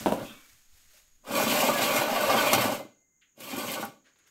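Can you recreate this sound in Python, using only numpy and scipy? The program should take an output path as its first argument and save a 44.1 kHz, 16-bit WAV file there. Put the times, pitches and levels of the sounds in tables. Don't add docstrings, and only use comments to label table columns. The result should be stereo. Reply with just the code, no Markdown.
import sys
import numpy as np
from scipy import signal
from scipy.fft import rfft, irfft
from scipy.io import wavfile
from scipy.ndimage import uniform_filter1d

SR = 44100
rng = np.random.default_rng(int(sys.argv[2]) if len(sys.argv) > 2 else 0)


def digitize_waveform(pressure):
    field = np.atleast_2d(pressure).T
    bounded = np.clip(field, -1, 1)
    quanta = np.round(bounded * 32767).astype(np.int16)
    wavfile.write(sys.argv[1], SR, quanta)


N = 189718
T = np.arange(N) / SR
SIZE, ONSET = 2 ** 15, 256
HZ = np.maximum(np.fft.rfftfreq(SIZE, 1 / SR), 1)

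# (per Hz, relative)
AIR_COLOUR = [(25, 0), (100, -1), (300, -2), (600, -15), (1500, -11.5), (4000, -25), (10000, -24.5),
              (16000, -14)]
INSECT_COLOUR = [(4000, -57), (5800, -23), (6350, -6.5), (6700, 1), (7050, -7.5), (7600, -18),
                 (9000, -31.5), (12000, -63.5)]
AIR_DB, INSECT_DB = -75, -67.5

# start_s, full_speed_after_s, let_go_s, judder_db, grit_db, thrum_db (over judder),
# boom_db (of the seat, over judder), hiss_db (of dust, over grit); all nominal
SLIDES = [(-.05, 0.044, .005, -43, -53, 0, -4, 0.5), (.09, 0.12, 0.2, -36.5, -45.5, -8.5, -4.5, -6),
          (1.22, 0.13, 2.7245, -25.5, -32, -24.5, -7.5, 0),
          (3.341, 0.076, 3.806, -42.5, -38.5, -17.5, -3.5, 1.5)]
# time_s, roughness_db, sand_db, dust_db (over sand)
LONG_FLOOR = [(1.33, -1, -1.5, 0.5), (1.37, -1, 0.5, 2), (1.44, -2.5, -1, 2), (1.48, -3.5, 3.5, -1),
              (1.6, 0, 3, 2), (1.66, 0.5, 4, -1), (1.745, -4.5, -3, 0.5), (1.79, -0.5, 1, -1.5),
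              (1.825, 0.5, 4.5, -1), (1.89, -1.5, 2, -1.5), (1.98, 1.6, 3, 2.5), (2.055, -4, -4, 0.5),
              (2.11, -1.5, -2.5, 0), (2.16, -1, -1, 0.5), (2.39, 2, 3.5, -0.5), (2.485, 0.5, 1.5, 1.5),
              (2.515, -5, 2, 0.5), (2.56, -3.5, 1.5, -0.5), (2.59, -0.5, 1, 1), (2.615, 1, 1.5, 3.5),
              (2.64, -1, 0, 5.5), (2.69, -4, -6, 4), (2.725, -4.5, -4.5, 7)]
SHORT_FLOOR = [(3.405, -4.5, -10, -1), (3.43, -5, -7.5, 0.5), (3.52, 1.5, -.5, -3.5), (3.56, 3.5, -2.5, -1),
               (3.585, 5.5, 0, 2.5), (3.61, 6.5, .5, -4), (3.655, 3, -2, 0.5), (3.73, 5, 3, -1.5),
               (3.79, 2.5, -7.5, 0), (3.815, 7.5, -2.5, 2.5)]
# start_s, thrum_db, boom_db, decay_s
JOLT = (2.528, 11, 7, 0.42)
FALL_DB_PER_S = {"judder": 220.5, "grit": 230, "boom": 173.5}
SPEED_POWER = 1.92
BOOM_SAG_DB_PER_S, THRUM_GROWTH_DB_PER_S = 5.5, 0.5
HISS_SAG_DB_PER_S = 3.0
LURCHES_PER_S, LURCH_WANDER = 20, .1
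LURCH_SEAT_DB, LURCH_FRAME_DB = 13, 3
CATCH_DB, POP_DB = -8.5, -5

# pitch_hz, level_db
CHAIR_COLOUR = [(25, -56), (50, -34), (85, -30), (105, -17.5), (170, -22), (215, -17.5), (400, -13.5),
                (1000, -11), (1850, -18.5), (2800, -13), (5000, -19), (8300, -15), (10100, -26.5),
                (11500, -16), (15500, -23)]
# pitch_hz, width_hz (before the grip), lift_db; all nominal
FRAME_MODES = [(130, 7.4, 3.5), (222, 79, 6.5), (282, 53, 5.5), (558.3, 67, 8), (618, 86, 5),
               (794.5, 6.8, 7.5), (903, 14, 4), (1135, 62, 9), (1154, 18, 1.5), (1478, 60, 11.5),
               (1630, 17, 2.5), (2134, 46, 8), (2380, 190, 7.5), (2760, 70, 4.5), (3140, 130, 3.5),
               (3320, 33, 1.5), (3930, 26, 2.5), (4270, 40, 2), (4535, 240, 4.5), (5630, 400, 3)]
GRIP_HZ = 25
DETUNE = .016

# start_s, level_db, rise_s, decay_s
BAG = [(-.02, -37.5, 0.0086, 0.11), (.2, -49.5, 0.062, 0.1), (.34, -57.5, 0.16, 0.21),
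       (.69, -60.5, 0.092, 0.37), (.88, -57.5, 0.098, 0.036), (3.21, -79, 0.0085, 0.095),
       (3.95, -76, 0.24, 0.24), (4.262, -61, 0.015, .02)]
# (per Hz, relative)
BAG_COLOUR = [(200, -16.5), (600, -9.5), (1000, -7), (1600, 0), (4500, -1.5), (8000, -1.5), (10000, -8),
              (12000, -3), (16000, -9.5)]

# start_s, strength_db
THUMPS = [(0.0602, 10.5), (.070, 6), (0.082, 1), (.122, 8.5)]
# pitch_hz, level_db (relative)
THUMP_COLOUR = [(25, -46.5), (50, -19), (105, -8), (160, -6), (230, 4), (400, -4), (560, 1), (1000, -4),
                (1200, -17.5), (1500, -13), (1900, -24), (3000, -18), (4500, -30), (9000, -40.5),
                (15000, -45)]
# start_s, strength_db, contact_cutoff_hz, seat_lift_db
KNOCKS = [(1.306, -4.5, 1400, 11), (1.351, -1.5, 9400, 10), (1.386, -8, 3000, 6), (1.426, -2.5, 800, 0.5),
          (1.467, 3, 1500, 11), (1.522, 4, 790, 3), (1.623, 2, 1400, 3), (1.686, 6.5, 1100, -2),
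          (1.815, 1.5, 6000, -3.5), (1.900, -1, 1500, 2.5), (2.302, 0, 1300, -2), (2.428, -2, 1500, 6.5),
          (2.468, 2.5, 3000, 0), (2.526, 4, 900, 2), (2.5316, 12, 14000, -4.5), (2.535, 5, 4526, 1),
          (2.545, 0, 150, -1), (2.579, 6, 1300, 1.5), (2.584, -4, 135, 1), (2.654, 1.5, 1690, 5),
          (2.720, -0.5, 1300, 7), (2.798, -6.5, 1000, 2.5), (2.850, -16.5, 493, 11.5), (3.378, -22, 400, 6),
          (3.403, -18.5, 4000, 16.5), (3.532, -8, 896, 6), (3.772, -4, 1182, -2), (3.795, -7, 350, -3),
          (3.828, -1.5, 1510, -2.5)]
SEAT_LOW_HZ, SEAT_HZ = 85, 350

# start_s, strength_db, low_edge_hz, high_edge_hz, early_echo_decay_s
CRACKS = [(.060, -10.5, 4600, 15100, 0.12), (0.121, -14.5, 4400, 15000, 0.016),
          (2.5312, -1, 5010, 15660, .003), (3.2125, -46, 1600, 4500, .012),
          (3.403, -16.5, 1500, 15000, 0.014), (3.566, -15, 7000, 15500, .004),
          (3.717, -7.5, 10500, 15000, .004), (3.85, -15, 10000, 15600, 0.0027),
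          (4.158, -40, 200, 3510, 0.0064), (4.186, -41.5, 1490, 11000, 0.01),
          (4.239, -46, 1200, 7000, .006)]
# start_s, pitch_hz, width_hz, level_db, rise_s, decay_s
RASPS = [(.208, 3410, 580, -51.5, 0.091, 0.065), (0.231, 2600, 308, -50.5, 0.041, 0.066),
         (.27, 1353, 710, -54, 0.042, 0.083), (0.302, 2280, 110, -57.5, 0.082, 0.066),
         (.92, 577, 94, -69.5, 0.026, 0.063), (1.17, 280, 200, -72, .07, .04),
         (1.676, 1180, 111, -29, 0.022, 0.028), (1.72, 1680, 70, -35.5, .04, 0.045),
         (2.204, 1490, 69.9, -30, .015, 0.022), (2.374, 1501, 70, -25, .02, .02),
         (2.44, 2430, 199.4, -29.5, 0.06, .012), (2.476, 3000, 610, -31, .022, 0.0072),
         (3.210, 2450, 1790, -61, 0.014, 0.042), (3.345, 2750, 110.3, -68, 0.042, .04),
         (3.674, 2700, 1100, -37, 0.013, 0.033), (3.828, 1440, 160, -36.5, .008, 0.02)]

# start_s, level_db, rise_s, decay_s
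TREADS = [(.49, -61, 0.05, 0.035), (.715, -61.5, 0.022, 0.045), (.82, -68, .03, 0.044),
          (1.12, -70, 0.06, 0.044)]
SCUFFS = [(4.035, -58, 0.034, 0.05), (4.157, -71, 0.0026, 0.065), (4.185, -69.5, 0.011, 0.12),
          (4.25, -64.5, 0.021, 0.035)]
# (per Hz, relative)
TREAD_COLOUR = [(25, -18), (70, 10), (110, -11.5), (200, -30), (600, -52), (2000, -69)]
SCUFF_COLOUR = [(100, -23), (400, -1.5), (850, -8.5), (1600, 3), (3000, -3), (4600, -8), (8000, -16.5),
                (16000, -30.5)]

# pitch_hz, t60_s, level_db (at the start)
TUBE_MODES = [(2074, 1.7, -69), (2082.4, 1.8, -71.8), (2077, .3, -50)]
TUBE_S, TUBE_WAVER = 2.80, .3

# pitch_hz, t60_s
PORCH_T60 = [(100, 0.36), (300, 0.45), (1000, 0.26), (4000, 0.35), (14000, 0.054)]
# pitch_hz, correlation (no unit)
LIKENESS = [(60, .92), (200, 0.96), (600, 0.81), (1000, 0.22), (1500, 0.18), (3000, 0.085), (15000, 0.18)]
# pitch_hz, left_minus_right_db
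BALANCE = [(100, 0.5), (300, 1.5), (700, -1), (1250, -3), (1700, -5.5), (2200, 0.5), (3300, -1.5),
           (6000, 0.6), (9000, -0.5), (12000, -5), (15500, -1.5)]
CUTOFF_HZ = 15700


def from_db(db):
    return 10 ** (np.asarray(db) / 20)


def rms_one(x):
    return x / np.sqrt(np.mean(x ** 2) + 1e-20)


def at_hz(points):
    hz, value = np.transpose(points)
    return np.interp(np.log(HZ), np.log(hz), value)


def drift(rate):
    step = 40
    pole = np.exp(-2 * step * np.pi * rate / SR)
    raw = rng.standard_normal(N // step + 2002)
    slow = signal.lfilter([1], [1, -2 * pole, pole * pole], raw)[2000:]
    return np.interp(np.arange(N) / step, np.arange(len(slow)), rms_one(slow))


def below(hz, order=4):
    return 1 / np.sqrt(1 + (HZ / hz) ** (2 * order))


def above(hz, order=4):
    return 1 / np.sqrt(1 + (hz / HZ) ** (2 * order))


def causal(gain):
    cepstrum = irfft(np.log(gain + 1e-6))
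    return np.exp(rfft(2 * cepstrum[:SIZE // 2], SIZE) - cepstrum[0])


def two_ears(pair):
    mid, side = rfft(pair, SIZE)
    alike = np.clip(at_hz(LIKENESS), -.99, .99)
    return np.sqrt(1 + alike) * mid + np.sqrt(1 - alike) * side * [[1], [-1]]


def porch(direct_db, tail_db, early_s=0.016, lag_s=.00008):
    t = np.arange(SIZE) / SR
    sparse = rng.standard_normal((2, SIZE)) * (rng.random((2, SIZE)) < .04)
    early = sparse * np.exp(-t / early_s) * (t > .001)
    path = two_ears(rms_one(early)) / np.sqrt(2 * SIZE)
    diffuse = two_ears(rng.standard_normal((2, SIZE)))
    for k, (hz, t60) in enumerate(PORCH_T60):
        band = at_hz([(row[0], float(j == k)) for j, row in enumerate(PORCH_T60)])
        dying = rms_one(from_db(-60 * t / t60)) / np.sqrt(2 * SIZE)
        path = path + from_db(tail_db) * rfft(irfft(diffuse * band) * dying)
    direct = np.exp(-2j * np.pi * HZ * lag_s * np.array([[1], [2]]))
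    return (path + from_db(direct_db) * direct) * from_db(at_hz(BALANCE) * [[.5], [-.5]])


def response(gain, path):
    fade = np.minimum(np.linspace(2, 0, SIZE), 1) ** 2
    h = np.roll(irfft(causal(gain) * path), ONSET, axis=1) * fade
    return h / np.sqrt(np.sum(h.mean(axis=0) ** 2))


def play(force, h):
    return signal.fftconvolve(force[None], h, axes=1)[:, ONSET:ONSET + N]


def add(out, s, h):
    at = int(s * SR) - ONSET
    h, at = h[:, max(-at, 0):N - at], max(at, 0)
    out[:, at:at + h.shape[1]] += h


def wash(colour, pair):
    gain = from_db(at_hz(colour))
    mid, side = [np.roll(irfft(gain * two_ears(part[:, None])), ONSET, axis=1) for part in np.eye(2)]
    return rms_one(play(pair[0], mid) + play(pair[1], side))


def noise(colour):
    return wash(colour, rng.standard_normal((2, N)))


def swells(rows):
    total = 0
    for s, db, rise, decay in rows:
        dying = np.exp(-np.maximum(T - s - rise, 0) / decay)
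        total = total + from_db(db) * np.clip((T - s) / rise, 0, 1) * dying
    return total


def grains(per_s, spread_db, clump_db, clump_rate):
    sizes = from_db(spread_db * np.minimum(rng.exponential(1, N), 3)) * rng.choice([-1, 1], N)
    clicks = sizes * (rng.random(N) < per_s / SR) * from_db(clump_db * drift(clump_rate))
    return clicks / np.sqrt(np.abs(uniform_filter1d(clicks ** 2, size=2000)) + 1e-9)


def yard():
    air = from_db(AIR_DB) * noise(AIR_COLOUR)
    insects = from_db(INSECT_DB + 0.74 * drift(8)) * noise(INSECT_COLOUR)
    return air + insects


def slides():
    s, rough_db, sand_db, dust_db = np.transpose(list(LONG_FLOOR) + list(SHORT_FLOOR))
    rough, sand, dust = [from_db(np.interp(T, s, db)) for db in (rough_db, sand_db, dust_db)]
    jolt_s, jolt_thrum_db, jolt_boom_db, jolt_decay = JOLT
    shaken = (T > jolt_s) * np.exp(-np.abs(T - jolt_s) / jolt_decay)
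    out = 0
    for start, rise, let_go, judder_db, grit_db, thrum_db, boom_db, hiss_db in SLIDES:
        since, after = np.maximum(T - start, 0), np.maximum(T - let_go, 0)
        drive = np.minimum(since / rise, 1) ** SPEED_POWER
        judder = drive * rough * from_db(judder_db - FALL_DB_PER_S["judder"] * after)
        seat = drive * rough * from_db(judder_db - FALL_DB_PER_S["boom"] * after)
        grit = drive * sand * from_db(grit_db - FALL_DB_PER_S["grit"] * after)
        thrum = judder * from_db(thrum_db + jolt_thrum_db * shaken + THRUM_GROWTH_DB_PER_S * since)
        boom = seat * from_db(boom_db + jolt_boom_db * shaken - BOOM_SAG_DB_PER_S * since)
        hiss = grit * dust * from_db(hiss_db - HISS_SAG_DB_PER_S * since)
        out = out + np.array([judder, grit, thrum, boom, hiss])
    return out


def frame(uneven=0.49, ripple_db=2.5, ripple_hz=130, detune=DETUNE):
    chance = rng.uniform(-0.84, 1, (len(FRAME_MODES), 2))
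    lift_db = 0
    for (hz, width, db), (a, b) in zip(FRAME_MODES, chance):
        offset = (HZ - hz * (1 + detune * b)) / (width + GRIP_HZ)
        lift_db = lift_db + db * (1 + uneven * a) / (1 + (2 * offset) ** 2)
    ripple = np.interp(HZ / ripple_hz, np.arange(1000), rng.uniform(-1.5, 1.5, 1000))
    crowded = above(600, order=1)
    return from_db(at_hz(CHAIR_COLOUR) + lift_db + ripple_db * ripple * crowded)


def flutter(depth_db, rate):
    gain = from_db(depth_db * np.clip(drift(rate), -2, 2))
    return gain / np.sqrt(uniform_filter1d(gain ** 2, size=3000))


def with_jolts(steady, per_s, share_db):
    lone = (rng.random(N) < per_s / SR) * rng.choice([-1, 1], N) * rng.uniform(0.34, 1, N)
    return (steady + from_db(share_db) * rms_one(lone)) / np.hypot(1, from_db(share_db))


def lurches():
    turns = np.cumsum(LURCHES_PER_S * np.exp(LURCH_WANDER * drift(6))) / SR
    return 1 - turns % 1


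def pulsing(slip, depth_db):
    return rms_one(from_db(depth_db * slip))


def band_force(clicks, band, body):
    share = np.sqrt(np.sum((body * band) ** 2) / np.sum(body ** 2))
    return signal.fftconvolve(clicks, irfft(causal(band)))[:N] / share


def friction(thrum_hz=160, boom_hz=380, grit_hz=1850, hiss_hz=4900):
    judder, grit, thrum, boom, hiss = slides()
    body = frame(uneven=0, ripple_db=0, detune=0)
    bumps = flutter(depth_db=3.0, rate=51)
    low_clicks, boom_clicks = [
        with_jolts(bumps * grains(per_s=800, spread_db=1.5, clump_db=2.0, clump_rate=160),
                   per_s=30, share_db=CATCH_DB) for kind in range(2)]
    crush = flutter(depth_db=3.5, rate=44)
    sand, dust = [
        with_jolts(crush * grains(per_s=4500, spread_db=4.5, clump_db=2.0, clump_rate=410),
                   per_s=45, share_db=POP_DB) for kind in range(2)]
    slip = lurches()
    seat, legs = pulsing(slip, LURCH_SEAT_DB), pulsing(slip, LURCH_FRAME_DB)
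    judder_band = above(boom_hz) * below(grit_hz, order=6)
    grit_band = above(grit_hz, order=6) * below(hiss_hz, order=8)
    return (band_force(thrum * seat * low_clicks, below(thrum_hz, order=8), body)
            + band_force(boom * seat * boom_clicks, above(thrum_hz) * below(boom_hz), body)
            + band_force(from_db(-1.04) * judder * legs * low_clicks, judder_band, body)
            + band_force(from_db(0.5) * grit * sand, grit_band, body)
            + band_force(hiss * dust, above(hiss_hz, order=8), body))


def dragging(count=7):
    out = np.zeros((2, N))
    paths = [porch(direct_db=-11.5, tail_db=-4.5) for k in range(count)]
    step = int(.075 * SR)
    blend = np.sin(np.linspace(0, np.pi, 2 * step))
    for feet in range(2):
        force = np.pad(friction(), step) / np.sqrt(2)
        for k, start in enumerate(range(0, N - step, step)):
            stretch = force[start:start + 2 * step] * blend
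            if np.abs(stretch).max() > 1e-5:
                h = response(frame(), paths[(k + 2 * feet) % count])
                add(out, (start - step) / SR, signal.fftconvolve(stretch[None], h, axes=1))
    return out


def bag():
    snaps = [grains(per_s=16000, spread_db=1, clump_db=1, clump_rate=40) for side in range(2)]
    return swells(BAG) * wash(BAG_COLOUR, snaps)


def cracking():
    out = np.zeros((2, N))
    for s, db, low_hz, high_hz, decay in CRACKS:
        path = porch(direct_db=-12.5, tail_db=-11.5, early_s=decay)
        add(out, s, from_db(db) * response(above(low_hz) * below(high_hz), path))
    return out


def knocking():
    out = np.zeros((2, N))
    for s, db in THUMPS:
        path = porch(direct_db=0.5, tail_db=2.5, early_s=0.0082)
        add(out, s, from_db(db) * response(from_db(at_hz(THUMP_COLOUR)), path))
    paths = [porch(direct_db=-7.5, tail_db=-13.5, early_s=0.017) for k in range(5)]
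    for k, (s, db, contact_hz, seat_db) in enumerate(KNOCKS):
        hardness = below(contact_hz, order=4) + from_db(-31)
        contact = hardness * from_db(seat_db * below(SEAT_HZ)) * above(SEAT_LOW_HZ, order=3)
        struck = frame(uneven=0.04, ripple_db=6.5) * contact
        add(out, s, from_db(db) * response(struck, paths[k % len(paths)]))
    return out


def rasping():
    out = np.zeros((2, N))
    t = np.maximum(np.arange(SIZE) - ONSET, 0) / SR
    for s, hz, width_hz, db, rise, decay in RASPS:
        edges = [max(hz - width_hz / 2, 100), hz + width_hz / 2]
        band = signal.butter(3, edges, "band", fs=SR, output="sos")
        rub = rms_one(signal.sosfilt(band, rng.standard_normal((2, 2 * SIZE)))[:, SIZE:])
        swell = np.minimum(t / rise, 1) * np.exp(-np.maximum(t - rise, 0) / decay)
        add(out, s, from_db(db) * swell * np.sqrt(2) * rub)
    return out


def shuffling():
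    treads = swells(TREADS) * noise(TREAD_COLOUR)
    scuffs = swells(SCUFFS) * noise(SCUFF_COLOUR)
    return treads + scuffs


def tube():
    t = np.maximum(T - TUBE_S, 0)
    ring = 0
    for hz, t60, db in TUBE_MODES:
        phase = 2 * np.pi * hz * t + TUBE_WAVER * drift(15)
        ring = ring + from_db(db - 60 * t / t60) * np.sin(phase)
    return ring


def scene():
    chairs = dragging() + knocking() + cracking() + tube() + rasping()
    return chairs + bag() + shuffling() + yard()


def record(dry):
    rounded = 0.74 * np.tanh(dry / 0.86)
    top_cut = signal.ellip(12, .1, 80, CUTOFF_HZ, fs=SR, output="sos")
    return signal.sosfilt(top_cut, rounded)


dry = scene()
out = record(dry)
digitize_waveform(out)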